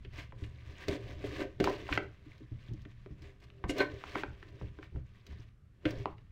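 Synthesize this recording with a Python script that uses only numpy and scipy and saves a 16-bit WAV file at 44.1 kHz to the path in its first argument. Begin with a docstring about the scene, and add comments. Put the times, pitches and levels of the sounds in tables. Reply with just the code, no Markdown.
"""A quiet kitchen: a metal spoon tosses crumb-coated florets in a thick bowl that a hand steadies on a
wooden counter. Over a low hush, the bowl's rocking foot rumbles in the counter and florets thud down.
Grit under the spoon's edge scratches and rings the damped wall, crumbs crack, and spoon and florets
knock on the bowl. A short, dull room tail follows the scratches, cracks and knocks."""
import sys
import numpy as np
from scipy import signal
from scipy.fft import rfft, irfft
from scipy.io import wavfile
from scipy.ndimage import uniform_filter1d

SR = 44100
rng = np.random.default_rng(int(sys.argv[2]) if len(sys.argv) > 2 else 0)


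def store_pcm(level_fs):
    """Save levels as 16-bit WAV."""
    pcm = np.round(np.clip(level_fs, -1, 1) * 32767).astype(np.int16)
    wavfile.write(sys.argv[1], SR, np.atleast_2d(pcm).T)


N = 278667


def undb(db):
    return 10 ** (np.asarray(db) / 20)


def unit_rms(x):
    return x / np.sqrt(np.mean(x ** 2))


def unit_peak(x):
    return x / np.abs(x).max()


def band(x, lo_hz, hi_hz):
    return signal.sosfilt(signal.butter(2, [lo_hz, hi_hz], "band", fs=SR, output="sos"), x)


def eq(x, curve):
    """Shape the tone by (f/Hz, gain/dB) points joined on a log axis."""
    hz, db = np.transpose(curve)
    bins_hz = np.arange(N // 2 + 1) * SR / N
    return irfft(rfft(x) * undb(np.interp(np.log(bins_hz + 1), np.log(hz), db)), N)


def wander(rate_hz):
    """Slewed random modulation with a spread near 1."""
    hold = int(SR / rate_hz)
    return uniform_filter1d(np.repeat(rng.standard_normal(N // hold + 1), hold), hold)[:N]


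def grains(per_s, spread_db):
    """Random clicks, most small and a few large."""
    hit = rng.random(N) < per_s / SR
    clicks = hit * rng.standard_normal(N)
    return unit_rms(clicks * undb(spread_db * np.minimum(rng.exponential(size=N), 3.0)))


def scatter(modes, spread):
    """One random offset per mode."""
    return spread * rng.standard_normal((len(modes), 1))


def strike(modes, gains=1, detune=1):
    """Sum of decaying sines after one blow."""
    hz, db, t60 = np.transpose(modes)[:, :, None]
    t = np.arange(SR // 4) / SR
    return (gains * undb(db) * np.sin(2 * np.pi * hz * detune * t) * 1000 ** (-t / t60)).sum(axis=0)


def resonate(force, modes, wander_db=0):
    """Drive the modes; as the contact travels, each one's feed drifts by about wander_db."""
    out = sum(signal.fftconvolve(force * undb(wander_db * wander(13)), strike([mode]))[:N]
              for mode in modes)
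    return out / np.linalg.norm(strike(modes))


# room tone EQ: f/Hz, gain/dB
HUSH_EQ = [(15, -32), (25, 4), (99, 2.5), (936, -36), (1190, -26.5), (3200, -39), (16000, -55)]
def kitchen_hush():
    """A steady, bass-heavy bed of noise."""
    return undb(-60.5) * unit_rms(eq(rng.standard_normal(N), HUSH_EQ))


def room_tail(x, t60_s=0.27, wet_db=-14):
    """The kitchen's short, dull reverb, after a 4 ms pre-delay."""
    t = np.arange(SR // 2) / SR
    dull_noise = signal.lfilter([1], [1, -.6], rng.standard_normal(len(t)))
    tail = dull_noise * 1000 ** (-t / t60_s) * (t > .004)
    return undb(wet_db) * signal.fftconvolve(x, tail / np.linalg.norm(tail))[:N]


# modes of the wooden counter top: f/Hz, level/dB, t60/s
COUNTER_MODES = [(38.5, -7.5, 0.019), (79.1, -1.5, 0.16), (115.5, 2.5, 0.13), (176, -16, 0.13)]
# level automation for food shifting in the bowl: t/s, counter rumble/dB, crumb rustle/dB
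FOOD_SHIFTS = [(0.0, -53.5, -66), (0.44, -54.5, -68.5), (0.86, -60.5, -83), (1.14, -50.5, -74),
               (1.57, -56, -85), (1.85, -56.5, -61), (2.07, -59, -65.5), (2.39, -67, -71),
               (2.72, -55.5, -65.5), (3.598, -65, -74.5), (3.85, -57, -58), (4.4, -59, -71.5),
               (5.17, -61.5, -68), (5.25, -69, -73), (5.43, -53.5, -60.5), (5.559, -73, -99),
               (5.83, -68, -81.5), (5.99, -46, -64), (6.31, -68.5, -76.5)]
def counter_rumble():
    """The bowl's foot rocks on the counter: many soft, slow pushes."""
    times, rumble_db, _ = np.transpose(FOOD_SHIFTS)
    level_db = np.interp(np.arange(N) / SR, times, rumble_db)
    pushes = uniform_filter1d(grains(per_s=430, spread_db=4.0), SR // 400)
    return undb(level_db + 5.5) * unit_rms(resonate(pushes, COUNTER_MODES))


# low bending modes of the bowl's wall, damped by hand and food: f/Hz, level/dB, t60/s
WALL_MODES = [(199, -3, 0.04), (315.5, 2, 0.08), (391.8, 7, 0.04), (525, -9, 0.089), (588, -11, 0.1),
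              (699, -18, 0.13)]
def wall_drone(db):
    """The sliding edge judders and keeps the low modes going; food damps them as the push ends."""
    judder = grains(per_s=3000, spread_db=0.64) * undb(db / 2)
    drone = resonate(judder, WALL_MODES[1:], wander_db=2.5)
    damping = undb(db / 2 - 2.0)  # the other half of the envelope chokes the tail
    return damping * band(band(drone, 270, 3300), 250, 3800)


# florets landing and the bowl jolting: t/s, wall thud/dB, counter thump/dB
LANDINGS = [(0.181, -40, -44.5), (0.419, -33.5, -31.5), (0.883, -56, -30.5), (1.607, -20, -34),
            (1.907, -25, -33), (2.262, -39.5, -48), (2.405, -38, -47.5), (2.514, -37.5, -34.5),
            (2.687, -54, -40.5), (2.707, -39, -37), (2.729, -34, -37), (2.852, -39, -56), (3.062, -69, -64),
            (3.102, -44, -38.5), (3.213, -51, -44.5), (3.641, -46.5, -31.5), (4.269, -39.5, -40.5),
            (4.615, -45.5, -36), (4.919, -51, -42.5), (4.944, -43, -32), (5.29, -58, -40.5),
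            (5.387, -45.5, -47.5), (5.857, -19.5, -30)]
def floret_thuds():
    """Soft food gives a short, low push that thuds the wall and a longer roll that thumps the counter."""
    out, t = np.zeros(N + SR), np.arange(SR // 4) / SR
    for start, wall_db, counter_db in LANDINGS:
        roll = rng.standard_normal(len(t)) * np.exp(-t / 0.045)
        push = band(roll * np.exp(-t / 0.018), 170, 310)
        wall = strike(WALL_MODES, detune=1 + scatter(WALL_MODES, 0.019))
        thud = unit_peak(signal.fftconvolve(push, wall)[:len(t)])
        thump = unit_peak(signal.fftconvolve(roll, strike(COUNTER_MODES))[:len(t)])
        i = int(start * SR)
        out[i:i + len(t)] += undb(wall_db - 7.0) * thud + undb(counter_db + 2.0) * thump
    return out[:N]


# crumbs and crust cracking aloud: t/s, peak/dB
CRUST_CRACKS = [(0.8828, -33.5), (1.6018, -34), (1.6412, -27), (1.6954, -41), (1.936, -39), (2.3795, -58),
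                (2.735, -54), (2.818, -55), (3.2206, -48.5), (3.402, -59), (3.441, -55), (3.699, -44.5),
                (3.7825, -33.5), (4.84, -67), (5.266, -47.5), (5.424, -64), (5.907, -41)]
def crust_cracks(decay_s=0.0049, air_db=-16.5):
    """A crumb splits in a bright burst a few milliseconds long."""
    out, t = np.zeros(N + SR), np.arange(1024) / SR
    for start, db in CRUST_CRACKS:
        burst = rng.standard_normal(len(t)) * np.exp(-t / decay_s)
        i = int(start * SR)
        out[i:i + len(t)] += undb(db) * unit_peak(band(burst, 1930, 5580) + undb(air_db) * burst)
    return out[:N]


def crumb_clicks():
    """Lone crumbs of eight sizes, each size clicking at its own pitch."""
    return unit_rms(sum(band(grains(per_s=77, spread_db=3.9), hz / 1.1, hz * 1.127)
                        for hz in np.geomspace(1400, 7000, num=8)))


# tone of a single grain of grit: f/Hz, gain/dB
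GRIT_EQ = [(300, -15.5), (800, -5.5), (1400, -4), (2200, -5.5), (3500, -11.5), (6000, -22.5), (10000, -37)]
# high modes of wall and spoon: f/Hz, level/dB, t60/s
RING_MODES = [(1053, -3.5, 0.06), (1114, -2.5, 0.031), (1549, -5.5, 0.092), (1820, -7, 0.065),
              (2170, -4.5, 0.024), (2420, -11.5, 0.037), (2800, -11, 0.026), (2830, -10.5, 0.044),
              (3720, -14.5, 0.037), (4180, -4, 0.053), (7250, -21, .08)]
def grit_scratch(db, sizzle_db):
    """Crumbs slip under the edge in patches; pressing hard lets metal touch and ring the wall."""
    moist_rustle = grains(per_s=6000, spread_db=0.73)
    force = (moist_rustle + undb(-10) * crumb_clicks()) * undb(2.83 * wander(40))
    sizzle = unit_rms(band(force * rng.standard_normal(N), 3400, 8000)) * undb(sizzle_db)
    grit = undb(-2.5) * unit_rms(eq(force, GRIT_EQ))
    touch_db = np.clip(-7.0 + 3.7 * (db + 34.5), -30, 0.5)
    ring = undb(touch_db) * resonate(force, RING_MODES[2:-1], wander_db=1.7)
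    return (grit + ring) * undb(db) + sizzle


def bowl_notches(x, q=4.65, depth=0.98):
    """Scoop out two narrow bands from the bowl's sound."""
    for hz in (830, 1367):
        notched = signal.lfilter(*signal.iirnotch(hz, q, SR), x)
        x = x + depth * (notched - x)
    return x


# swells of the spoon's edge through the crumbs:
# deepest t/s, dig-in/s, ease-off/s, grit/dB, wall drone re grit/dB, oil sizzle re grit/dB
SPOON_STROKES = [(0.192, 0.1, 0.092, -48.5, -7.5, -32), (0.444, 0.11, 0.11, -62.5, 7, -14),
                 (.8, 0.36, 0.33, -52, -2.5, -61.5), (0.91, 0.045, 0.12, -45.5, 12, -19.5),
                 (1.106, 0.17, 0.057, -50.5, 5.5, -44), (1.25, 0.039, 0.13, -44.5, -11, -22),
                 (1.34, 0.25, 0.2, -47, 6, -41), (1.412, 0.031, 0.06, -44.5, 17, -32.5),
                 (1.67, 0.065, 0.1, -37.5, 10.5, -43), (1.81, 0.091, 0.08, -45.5, 0.5, -44),
                 (1.919, 0.082, 0.12, -40, -0.5, -30.5), (2.019, 0.11, 0.078, -58.5, 16, -32),
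                 (2.323, 0.21, 0.16, -62, -2, -44), (2.66, 0.11, 0.07, -59.5, -5, -35),
                 (3.26, 0.12, 0.14, -59, 4.5, -23.5), (3.42, 0.02, 0.096, -60.5, 0.5, -20),
                 (3.697, 0.014, 0.035, -48.5, 12, -1.5), (3.809, 0.07, 0.027, -33, 7.5, -30.5),
                 (3.92, 0.36, 0.11, -54.5, 12, -53), (4.12, 0.19, 0.13, -48.5, -2.5, -35),
                 (4.16, 0.038, 0.11, -42.5, 1, -29), (4.62, 1, 0.17, -62, 2.5, -38),
                 (4.83, 0.12, 0.061, -59, 3.5, -37), (5.3, 0.067, 0.2, -59.5, -2.5, -39),
                 (5.869, 0.028, 0.18, -49.5, 15.5, -52), (6.02, 0.2, 0.051, -53.5, 5, -50)]
def spoon_strokes(drop_db=20, roundness=1.365):
    """Each stroke digs in and eases off, swelling scratch and drone above the rustle of shifting food."""
    t = np.arange(0, N, 64) / SR
    times, _, rustle_db = np.transpose(FOOD_SHIFTS)
    rustle = undb(np.interp(t, times, rustle_db)) ** 2
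    powers = [rustle * undb(offset_db) ** 2 for offset_db in (0, -7.5, -33.5)]  # grit, drone, sizzle
    for deepest, dig, ease, db, wall_db, oil_db in SPOON_STROKES:
        distance = np.where(t < deepest, (deepest - t) / dig, (t - deepest) / ease)
        swell = undb(db - drop_db * distance ** roundness) ** 2
        for power, offset_db in zip(powers, (0, wall_db, oil_db)):
            power += swell * undb(offset_db) ** 2
    grit_db, drone_db, sizzle_db = [np.interp(np.arange(N) / SR, t, 10 * np.log10(p)) for p in powers]
    return bowl_notches(grit_scratch(grit_db, sizzle_db) + wall_drone(drone_db))


# spoon and florets hitting the wall: t/s, level/dB, tick f/Hz, boom trim/dB, contact/ms
WALL_HITS = [(0.049, -48.5, 2160, -8.5, 4.6), (0.323, -45, 940, -13, 2.6), (0.439, -44, 2640, -28, 6.6),
             (0.883, -30.5, 2480, -3.5, 6.5), (1.241, -47, 2440, 8, 3), (1.408, -35.5, 1630, -23, 9.4),
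             (1.601, -30, 1890, 2.5, 6.7), (1.642, -25, 1000, -43.5, 1.8), (1.674, -23, 930, -19, 3.8),
             (1.89, -31.5, 913, -36, 5.5), (1.926, -25, 1900, -40, 4.5), (1.976, -18.5, 1200, -21, 2.5),
             (2.852, -49, 1800, -7.5, 2.9), (3.061, -48.5, 1650, -2, 1.2), (3.502, -49.5, 2160, -43.5, 2.1),
             (3.64, -32, 1000, -11, 6), (3.695, -34, 2450, -2.5, 13.5), (3.803, -26, 1550, -8.5, 16.7),
             (4.039, -33.5, 1030, -29, 0.51), (4.152, -32, 1540, -20, 9.1), (4.156, -26, 965, -18, 1.9),
             (4.235, -26, 1060, -19.5, 2), (4.428, -44.5, 1620, -14, 2.9), (4.613, -43.5, 1090, -6.5, 2.2),
             (4.788, -48, 1160, -4, 4.3), (4.829, -41.5, 1480, -39, 2.7), (4.96, -49.5, 1164, -4, 2.9),
             (5.266, -55.5, 2165, -13, 2.2), (5.854, -26, 1940, -4, 7.3), (6.057, -24, 896, -19.5, 1.25),
             (6.182, -55.5, 2240, -18, 2.7)]
def bowl_knocks(log_width=0.4):
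    """Each contact is a short pitched rattle: a tick, a high ring and a low boom from the wall."""
    out, t = np.zeros(N + SR), np.arange(SR // 4) / SR
    ring_hz = np.array(RING_MODES)[:, :1]
    for start, db, hz, boom_db, contact_ms in WALL_HITS:
        rattle = rng.standard_normal(len(t)) * np.exp(-t * 1000 / contact_ms)
        rattle[0] += 6.5  # first touch
        air = undb(-48.5) * (hz / 2000) ** 2 * rattle
        tick = unit_peak(band(band(rattle, hz / 1.67, hz * 1.516), 220, 4200)) + air
        # modes near the contact's pitch take most of the blow
        gains = np.exp(-(np.log(ring_hz / hz) / log_width) ** 2) * undb(scatter(RING_MODES, 1))
        ring = strike(RING_MODES, gains, detune=1 + scatter(RING_MODES, 0.006))
        ring = unit_peak(signal.fftconvolve(rattle, ring)[:len(t)])
        boom = strike(WALL_MODES, undb(scatter(WALL_MODES, 3.4)), detune=1 + scatter(WALL_MODES, 0.043))
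        boom = unit_peak(boom * (1 - np.exp(-t / 0.0035)))  # soft attack
        # a longer contact feeds the ring more and the tick less
        tick_gain = undb(3.5) * min(1, 4 / contact_ms)
        ring_gain = undb(-11.5) * contact_ms / 3
        i = int(start * SR)
        out[i:i + len(t)] += undb(db) * (tick_gain * tick + ring_gain * ring + undb(boom_db + 9) * boom)
    return out[:N]


def scene():
    """Centred mix: the bowl feeds the room tail; thuds, rumble and hush stay dry."""
    bowl = spoon_strokes() + bowl_knocks() + crust_cracks()
    hush = kitchen_hush()
    return np.tile(bowl + room_tail(bowl) + floret_thuds() + counter_rumble() + hush, (2, 1))


def record(dry, spread_above_hz=11400, cutoff_hz=15800):
    """The highest treble flickers between left and right, then a steep low-pass trims the top."""
    treble = signal.sosfilt(signal.butter(8, spread_above_hz, "high", fs=SR, output="sos"), dry[0])
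    side = treble * (0.18 + undb(3.0) * wander(970))
    stereo = dry + np.array([[1], [-1]]) * side
    return signal.sosfilt(signal.ellip(10, .2, 70, cutoff_hz, fs=SR, output="sos"), stereo)


dry = scene()
out = record(dry)
store_pcm(out)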